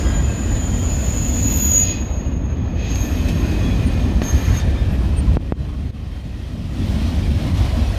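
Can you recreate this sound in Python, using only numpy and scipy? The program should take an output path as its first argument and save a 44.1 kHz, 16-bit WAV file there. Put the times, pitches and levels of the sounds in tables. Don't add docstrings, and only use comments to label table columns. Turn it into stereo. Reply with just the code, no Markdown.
import sys
import numpy as np
from scipy import signal
from scipy.fft import rfft, irfft, next_fast_len
from scipy.io import wavfile
from scipy.ndimage import uniform_filter1d, minimum_filter1d

SR = 44100
rng = np.random.default_rng(int(sys.argv[2]) if len(sys.argv) > 2 else 0)


def digitize_waveform(pressure):
    field = np.atleast_2d(pressure).T
    bounded = np.clip(field, -1, 1)
    quanta = np.round(bounded * 32767).astype(np.int16)
    wavfile.write(sys.argv[1], SR, quanta)


N = 351898
T = np.arange(N) / SR

# f/Hz, density/dB per Hz
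ROLLING_SPECTRUM = [(20, -67), (42, -40), (70, -30.5), (115, -43.5), (170, -45.5), (260, -45.5), (400, -58),
                    (640, -60), (1100, -67.5), (1400, -67.5), (3200, -70), (5500, -76), (7800, -82.5),
                    (9000, -79.5), (10500, -82.5), (15000, -89.5)]
# f/Hz, likeness 0-1
PORT_LIKENESS = [(40, 0.99), (120, 0.98), (300, 0.87), (600, 0.7), (1000, 0.09), (3000, 0.12), (12000, .05)]
# t/s, delay of left port/ms
BEARING = [(0, -0.35), (1.2, -0.12), (2, -0.055), (3.3, 0.11), (3.9, 0.12), (4.3, -0.25), (4.8, -0.22),
           (5.3, 0.05), (6, 0.39), (7.98, 0.075)]
# t abeam/s, rumble/dB, car-body boom/dB, wheel roar/dB, rail hiss/dB
BOGIES = [(0, -3, -2.5, 2.5, -2.5), (0.901, -3, -3, -1, -1.5), (1.6, -6.5, -3, 0, 1.5),
          (2.2, -18, -13, -6, 4), (3.25, -9.5, -4, 0.5, -0.5), (3.75, -1.5, 3, 2.5, 0.5),
          (4.8, -0.5, -11.5, -0.5, -2), (5.7, -2.5, -3, -6, -8), (6.92, -2, 4.5, -1.5, 2.5),
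          (7.72, 3, 0, 2, 4.5)]
BOGIE_REACH_M = [9.2, 7.57, 6.85, 6.25]
# t/s, level/dB
LURCHES = [(0.09, 6.5), (0.22, 5), (0.38, -5.5), (0.502, 5), (1.95, -2.5), (2.1, -2.5), (2.7, 2), (5.33, 5),
           (7.27, 3.5), (7.44, -2.5), (7.6, 3.5), (7.86, 3.5)]
LURCH_S = 0.056
# t/s, half length/s, level/dB
SURGES = [(5.712, 0.06, 1), (6.837, 0.06, -0.5), (7.327, 0.052, -3.5), (7.475, 0.019, 3.5),
          (7.528, 0.025, -3.5), (7.624, 0.05, 2), (7.96, 0.05, 1)]
SURGE_HISS = 0.58
# f/Hz, width/Hz, peak density/dB per Hz
FAR_WHEELS = [(1057, 260, -68), (1886, 140, -66), (2500, 260, -69), (3157, 130, -67.5), (8930, 900, -83)]
THROB_AT_S, THROB_SPREAD_S, THROB_DB, TURN_S = 4.51, 0.29, 8.5, 0.17
# t/s, pure tone/dB, rasp/dB, octave/dB
SQUEAL = [(0, -28.5, -20, -49), (0.25, -16.5, -25, -45), (0.75, -23.5, -22, -42), (1.42, -18.5, -18.5, -33),
          (1.6, -15.5, -17.5, -21.5), (1.93, -16, -22, -33.5), (2.4, -17, -22.5, -36.5),
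          (2.75, -28, -32, -42), (3.05, -40, -30, -32.5), (3.4, -35.5, -33, -37), (4.2, -38.5, -38.5, -48),
          (4.7, -48.5, -40, -56), (5.2, -55, -63, -68)]
SQUEAL_HZ, SPEED_M_S, DISTANCE_M, ABEAM_S = 6684, 14.8, 10.5, 1.98
RAIL_WIDTH_HZ = 90
# t/s, half length/s, tone level/dB
FLARES = [(1.779, 0.064, 17.5), (2.993, 0.093, 17), (4.285, 0.046, 14), (4.58, 0.028, 14.5)]
SIDE_DB, SIDE_M = 20, 40.4
# f/Hz, width/Hz, rubbed lightly/dB, rubbed hard/dB
WHEEL_MODES = [(1790, 90, -40, -51), (2060, 40, -56, -42), (2530, 125, -36, -37), (2710, 30, -56, -45),
               (2860, 28, -57, -46), (3260, 55, -52, -42), (3380, 60, -53, -44), (4020, 110, -48, -42),
               (4500, 90, -51, -54), (4820, 55, -51, -43), (5110, 55, -60, -44), (5360, 35, -60, -48),
               (9500, 220, -68, -39.5), (10500, 150, -65, -47)]
# t/s, length/s, t wheel abeam/s, pitch factor, hardness 0-1, level re mode/dB
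FLANGE_RUBS = [(0.2, 0.45, 0.2, 1.02, 0.2, -5.5), (0.85, 0.72, 1.98, 1.005, 0.6, -4),
               (1.47, 0.55, 1.98, 1, 1, 0), (1.8, 1.05, 1.98, 1.01, 0.25, -2.5),
               (2.72, 0.5, 3.2, 0.985, 0.1, -0.5), (3.16, 0.88, 3.7, 0.99, 0.1, 0.5),
               (4.0, 0.95, 4.3, 0.96, 0, -6)]
GRIP, RING_FADE_S = 0.6, 0.05
# t/s, length/s, starting f/Hz, width/Hz, level/dB
SQUEAKS = [(0, 0.29, 1620, 40, -39), (0.249, 0.42, 1610, 40, -40), (0.017, 0.23, 1970, 100, -38.5),
           (0, 0.32, 3250, 84, -42), (0.03, 0.12, 5020, 23, -41), (0.235, 0.15, 2590, 40, -39),
           (0.55, 0.35, 3190, 65, -40), (1.434, 0.1, 2610, 50, -30), (1.72, 0.14, 2890, 23, -34),
           (2.77, 0.14, 2520, 140, -33), (1.74, 0.29, 2533, 29, -33.5), (3.24, 0.26, 2570, 120, -42),
           (3.68, 0.34, 2490, 110, -44), (3.603, 0.17, 3370, 31, -35), (3.833, 0.078, 9160, 200, -33),
           (3.848, 1.07, 1796, 32, -42), (4.517, 0.18, 3670, 16, -42), (4.733, 0.13, 3620, 25, -40.5),
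           (4.876, 0.12, 11600, 400, -45), (5.153, 0.065, 8790, 360, -24), (7.419, 0.54, 1018, 250, -37.5)]
# t/s, length/s, f/Hz, level/dB
DRUMMING = [(0, 0.24, 229.4, -28), (1.15, 0.61, 245, -26.5), (3.347, 0.72, 323, -29.5),
            (5.27, 0.044, 1010, -35), (6.45, 0.79, 140, -24), (6.929, 0.018, 635, -26),
            (7.446, 0.059, 264, -17), (7.565, 0.037, 255, -18), (7.73, 0.061, 637, -29),
            (7.77, 0.1, 238.6, -18.5), (7.945, 0.047, 556, -32)]
# t/s, seal (0 open, 1 shut; beyond 1 tighter still)
FINGERTIP_SEAL = [(0, 0.14), (.1, 0.21), (.3, 0.48), (1.1, 0.73), (1.5, 1.09), (2.6, 1.22), (3.2, 1.13),
                  (4.21, 0.97), (4.228, 0.13), (4.59, 0.077), (4.66, 0.91), (5.3, 1.09), (5.6, 1.07),
                  (7.98, 1.11)]
# f/Hz, level/dB
FINGERTIP_LOSS = [(150, 1.5), (400, -4.5), (650, -4), (1000, -9.5), (1500, -16.5), (2400, -24.5),
                  (4100, -25.5), (5500, -41), (7200, -37), (9600, -26.5), (13500, -53.5)]
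# f/Hz, level/dB
OPEN_PORT = [(150, -0.5), (900, 2.5), (1600, 5.5), (3300, 3.5), (5300, 7), (9000, 0), (12000, 8),
             (14500, 10)]
# t/s, cover (0 open, 1 shut; beyond 1 tighter still)
FINGER_COVER = [(1.8, 0.056), (1.93, 0.64), (2.05, 0.88), (2.4, 1.3), (2.74, 0.91), (2.84, 0.58),
                (2.98, 0.16)]
# f/Hz, level/dB
FINGER_LOSS = [(900, -0.5), (1800, -5), (4000, -11.5), (6700, -18.5), (10000, -34), (13500, -20.5)]
# f/Hz, level/dB
GAP_RESONANCE = [(1500, -0.5), (4000, 9.5), (6700, 7), (10000, -1)]
# t/s, level/dB, t60/s, centre f/Hz
CLINKS = [(2.957, -13, 0.014, 1900), (3.285, -21.5, 0.13, 3000), (7.572, -26.5, 0.27, 1700)]
# t/s, jolt before decay/dB, skin rub before decay/dB
POP_AND_KNOCKS = [(4.218, 1, -14), (5.37, 17.5, -21), (5.5224, 22.5, -15)]
# t/s, half length/s, level/dB
SCRAPES = [(4.24, 0.018, -33), (4.606, 0.016, -29)]
THIN_S = 5.908
THIN_RESPONSE = [(140, -15), (230, -9), (300, -11.5), (400, -8), (550, -0.5)]
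# t/s, level/dB
LEVEL_DIP = [(5.905, -2.5), (5.912, -14.5), (5.95, -4.5), (6.05, -2)]
EDGE_HZ = 15500


def amp(db):
    return 10 ** (np.asarray(db) / 20)


def unit(x):
    return x / np.sqrt(np.mean(abs(x) ** 2) + 1e-20)


def curve(rows, t):
    s, *columns = np.transpose(rows)
    return [np.interp(t, s, c) for c in columns]


def spectrum(points, hz):
    f, value = np.transpose(points)
    return np.interp(np.log(hz + 1), np.log(f + 1), value)


def add(mix, s, sound):
    part = mix[..., max(round(s * SR), 0):][..., :sound.shape[-1]]
    part += sound[..., :part.shape[-1]]


def colour(x, points):
    return irfft(rfft(x) * amp(spectrum(points, np.fft.rfftfreq(N, 1 / SR))), N)


def flutter(count, width_hz, order=2):
    size = next_fast_len(count)
    hz = np.fft.fftfreq(size, 1 / SR)
    z = rng.standard_normal(size) + 1j * rng.standard_normal(size)
    return unit(np.fft.ifft(z / (1 + (2 * hz / width_hz) ** 2) ** (order / 2))[:count])


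def bell(t, s, half_s, order=2):
    return np.exp(-abs((t - s) / half_s) ** order)


def along(abeam_s, t):
    return SPEED_M_S * (t - abeam_s)


def doppler(x):
    return 1 / (1 + SPEED_M_S / 343 * x / np.hypot(x, DISTANCE_M))


def levels(t):
    reach_m = np.array(BOGIE_REACH_M)[:, None]
    power = sum(amp(db)[:, None] ** 2 / (1 + (along(s, t) / reach_m) ** 2) for s, *db in BOGIES)
    rumble, boom, roar, hiss = 10 * np.log10(power)
    lurch = sum(db * bell(t, s, LURCH_S) for s, db in LURCHES)
    turning = np.cos(2 * np.pi * (t - THROB_AT_S) / TURN_S)
    throb = THROB_DB * bell(t, THROB_AT_S, THROB_SPREAD_S) * turning
    surge = sum(db * bell(t, s, half_s) for s, half_s, db in SURGES)
    return rumble + lurch + throb, boom, roar + surge, hiss + SURGE_HISS * surge


def rolling(size, patchy_db, flicker_db, glint_db=0):
    hop = size // 4
    t, hz = np.arange(N // hop + 5) * hop / SR, np.fft.rfftfreq(size, 1 / SR)
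    a, b, c, d, patches = rng.standard_normal((5, len(t), len(hz)))
    same = np.clip(spectrum(PORT_LIKENESS, hz), 0, 1)
    right = a + 1j * b
    left = same * right + np.sqrt(1 - same ** 2) * (c + 1j * d)
    left *= np.exp(-2j * np.pi * np.outer(curve(BEARING, t)[0], hz) / 1000)
    # f/Hz, share
    ranges = [[(100, 0.95), (170, 0.0078)],
              [(100, 0.01), (170, 1.0), (330, 0.82), (520, 0.0076)],
              [(330, 0), (520, 1), (1400, 1), (3200, 0)],
              [(1400, 0), (3200, 1)]]
    db = spectrum(ROLLING_SPECTRUM, hz)
    db = db + sum(np.outer(level, spectrum(share, hz)) for level, share in zip(levels(t), ranges))
    far = sum((amp(peak_db) / (1 + (2 * (hz - f) / width) ** 2)) ** 2 for f, width, peak_db in FAR_WHEELS)
    db = 10 * np.log10(amp(db) ** 2 + far)
    patches = uniform_filter1d(uniform_filter1d(patches, size=14, axis=0), size=4, axis=1)
    db = db + patchy_db * unit(patches)
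    glints = unit(uniform_filter1d(rng.standard_normal(db.shape), size=18, axis=0))
    db = db + glint_db * np.clip(glints - 1, 0, 2) * (hz > 1000)
    flicker = unit(uniform_filter1d(rng.standard_normal(len(t)), size=4))
    db = db + flicker_db * flicker[:, None]
    z = np.array([left, right]) * amp(db)
    noise = signal.istft(z.transpose(0, 2, 1), nperseg=size, noverlap=size - hop)[1][:, :N]
    return noise * np.sqrt(SR / size * 3 / 2)


def steadied(x, level_db, steady=0.7, smooth_s=0.09):
    power = uniform_filter1d(((x * amp(-level_db)) ** 2).mean(0), size=round(smooth_s * SR))
    return x / unit(np.sqrt(abs(power))) ** steady


def train(bass_hz=125, split_hz=380, bass_db=0, low_db=0, high_db=-0.4):
    hz, t = np.fft.rfftfreq(N, 1 / SR), T[::256]
    deep, share = 1 / (1 + (hz / bass_hz) ** 8), 1 / (1 + (hz / split_hz) ** 8)
    low = rfft(rolling(size=2048, patchy_db=1.5, flicker_db=-0.65)) * np.sqrt(share)
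    high = rfft(rolling(size=1024, patchy_db=1.05, flicker_db=0.59, glint_db=5.0)) * np.sqrt(1 - share)
    rumble = steadied(irfft(low * deep, N), np.interp(T, t, levels(t)[0]))
    boom_and_roar = irfft(amp(low_db) * low * (1 - deep) + amp(high_db) * high, N)
    return amp(bass_db) * rumble + boom_and_roar


def squeal(rasp_hz=290, echo_db=-4, waver=0.74, waver_hz=30, octave_tone_db=-2, octave_rasp_hz=450,
           octave_echo_db=-7, rail_db=-10):
    x = along(ABEAM_S, T)
    turn = np.exp(2j * np.pi * np.cumsum(SQUEAL_HZ * doppler(x)) / SR)
    unshifted = np.exp(2j * np.pi * SQUEAL_HZ * T)
    spread_hz = 2 * SQUEAL_HZ * SPEED_M_S / 343
    flare_db = sum(db * bell(T, s, half_s, order=4) for s, half_s, db in FLARES)
    tone_db, rasp_db, octave_db = curve(SQUEAL, T) + np.outer([1, 0.3, 0.2], flare_db)
    ports = []
    for port_db in (SIDE_DB * np.tanh(x / SIDE_M), 0):
        tone = unit(1 + waver * flutter(N, waver_hz))
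        first = amp(tone_db) * tone + amp(rasp_db) * flutter(N, rasp_hz)
        octave = unit(amp(octave_tone_db) * tone + flutter(N, octave_rasp_hz, order=3))
        second = amp(octave_db) * octave
        echo = amp(rasp_db + echo_db) * flutter(N, 2 * spread_hz, order=8) * unshifted
        echo += amp(octave_db + octave_echo_db) * flutter(N, 2 * spread_hz, order=8) * unshifted ** 2
        echo += amp(octave_db + rail_db) * flutter(N, RAIL_WIDTH_HZ) * unshifted ** 2
        wave = (first * turn + second * turn ** 2 + echo).real
        ports.append(np.sqrt(2) * amp(port_db) * wave)
    return np.array(ports) * DISTANCE_M / np.hypot(x, DISTANCE_M)


def ring(hz, width_hz, chatter_db=2.5, chatter_hz=70):
    t, turn = np.arange(len(hz)) / SR, np.exp(2j * np.pi * np.cumsum(hz) / SR)
    wander = np.array([flutter(len(hz), width_hz) for port in range(2)])
    sound = unit((turn * wander / (abs(wander) + 1e-9) ** GRIP).real)
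    slips = np.arange(0, t[-1] + 1 / chatter_hz, 1 / chatter_hz)
    chatter = unit(amp(chatter_db * np.interp(t, slips, rng.standard_normal(len(slips)))))
    return sound * chatter * signal.windows.tukey(len(hz), min(2 * RING_FADE_S / t[-1], 1))


def rings(sag_per_s=0.022):
    out = np.zeros((2, N))
    for s, length_s, abeam_s, pitch, hard, db in FLANGE_RUBS:
        shift = pitch * doppler(along(abeam_s, np.arange(s, s + length_s, 1 / SR)))
        for hz, width_hz, light_db, hard_db in WHEEL_MODES:
            mode_db = light_db + hard * (hard_db - light_db)
            add(out, s, amp(db + mode_db) * ring(hz * shift, width_hz))
    for s, length_s, hz, width_hz, db in SQUEAKS:
        sag = 1 - sag_per_s * np.arange(0, length_s, 1 / SR)
        add(out, s, amp(db) * ring(hz * sag, width_hz))
    return out


def drumming(width_hz=70, left_db=0.0, right_db=-1):
    out = np.zeros(N)
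    for s, length_s, hz, db in DRUMMING:
        t = np.arange(0, length_s, 1 / SR)
        drum = unit((flutter(SR, width_hz)[:len(t)] * np.exp(2j * np.pi * hz * t)).real)
        add(out, s, amp(db) * drum * np.sin(np.pi * np.sqrt(t / length_s)))
    return out * amp([[left_db], [right_db]])


def covered(x, port):
    hz, t, z = signal.stft(x, SR, nperseg=512, noverlap=384)
    return signal.istft(z * amp(port(hz, t)), SR, nperseg=512, noverlap=384)[1][:N]


def left_port(hz, t):
    loss_db = np.outer(spectrum(FINGERTIP_LOSS, hz), curve(FINGERTIP_SEAL, t)[0])
    return spectrum(OPEN_PORT, hz)[:, None] + loss_db


def right_port(hz, t, gap_shut=1.0):
    cover = curve(FINGER_COVER, t)[0]
    partly = np.sin(np.pi * np.clip(cover / gap_shut, 0, 1)) ** 2
    return np.outer(spectrum(FINGER_LOSS, hz), cover) + np.outer(spectrum(GAP_RESONANCE, hz), partly)


def clinks():
    out, t = np.zeros((2, N)), np.arange(SR // 4) / SR
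    for s, db, t60, hz in CLINKS:
        band = signal.butter(1, [hz / 2, min(hz * 2, SR / 3)], "bandpass", fs=SR, output="sos")
        burst = unit(signal.sosfilt(band, rng.standard_normal((2, len(t)))))
        add(out, s, amp(db - 60 * t / t60) * burst)
    return out


def pop_and_knocks(snap_s=0.00052, slowing=3.2, decay_s=0.0049, rise_s=.00008, rub_hz=2500):
    out, t = np.zeros(N), np.arange(SR // 10) / SR
    jolt = -np.sin(np.pi * np.log(1 + t / snap_s) / np.log(slowing))
    envelope = np.exp(-t / decay_s) * (1 - np.exp(-t / rise_s))
    dull = signal.butter(2, rub_hz, fs=SR, output="sos")
    for s, db, rub_db in POP_AND_KNOCKS:
        rub = amp(rub_db) * unit(signal.sosfilt(dull, rng.standard_normal(len(t))))
        add(out, s, (amp(db) * jolt + rub) * envelope)
    return out


def scrapes(grains_per_s=1800, low_hz=2000, high_hz=5500):
    grains = rng.standard_normal(N) * (rng.random(N) < grains_per_s / SR)
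    band = signal.butter(2, [low_hz, high_hz], "bandpass", fs=SR, output="sos")
    envelope = sum(amp(db) * bell(T, s, half_s) for s, half_s, db in SCRAPES)
    return unit(signal.sosfilt(band, grains)) * envelope


def scene(low_cut_hz=31):
    low_cut = signal.butter(4, low_cut_hz, "highpass", fs=SR, output="sos")
    left, right = signal.sosfilt(low_cut, train()) + squeal() + rings() + drumming() + clinks()
    left = covered(left, left_port) + pop_and_knocks() + scrapes()
    return np.array([left, covered(right, right_port)])


def falling(db, rate_db_s):
    return np.maximum.accumulate(db + rate_db_s * T) - rate_db_s * T


def ducking(over_db, recover_db_s=170, hold_s=1.164, hold_share=1.9, knee_db=3.5, most_db=6.0,
            release_db_s=42):
    peak_db, size = -minimum_filter1d(-over_db, size=260), round(hold_s * SR)
    recent_db = -minimum_filter1d(-peak_db, size=size, origin=(size - 1) // 2, mode="constant")
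    held_db = np.clip(hold_share * (recent_db - knee_db), 0, most_db)
    fast, slow = falling(peak_db, recover_db_s), falling(held_db, release_db_s)
    return uniform_filter1d(np.maximum(fast, slow), size=130)


def record(dry):
    left, right = dry
    thin = np.clip((T - THIN_S) / 0.013, 0, 1)
    right = right + thin * (colour(right, THIN_RESPONSE) - right)
    x = np.array([left, right]) * amp(curve(LEVEL_DIP, T)[0])
    over_db = np.maximum(20 * np.log10(abs(x).max(0) + 1e-9), 0)
    limited = x * amp(-ducking(over_db))
    low_pass = signal.firwin(511, EDGE_HZ, window=("kaiser", 9), fs=SR)
    return signal.oaconvolve(limited, low_pass[None], "same")


dry = scene()
out = record(dry)
digitize_waveform(out)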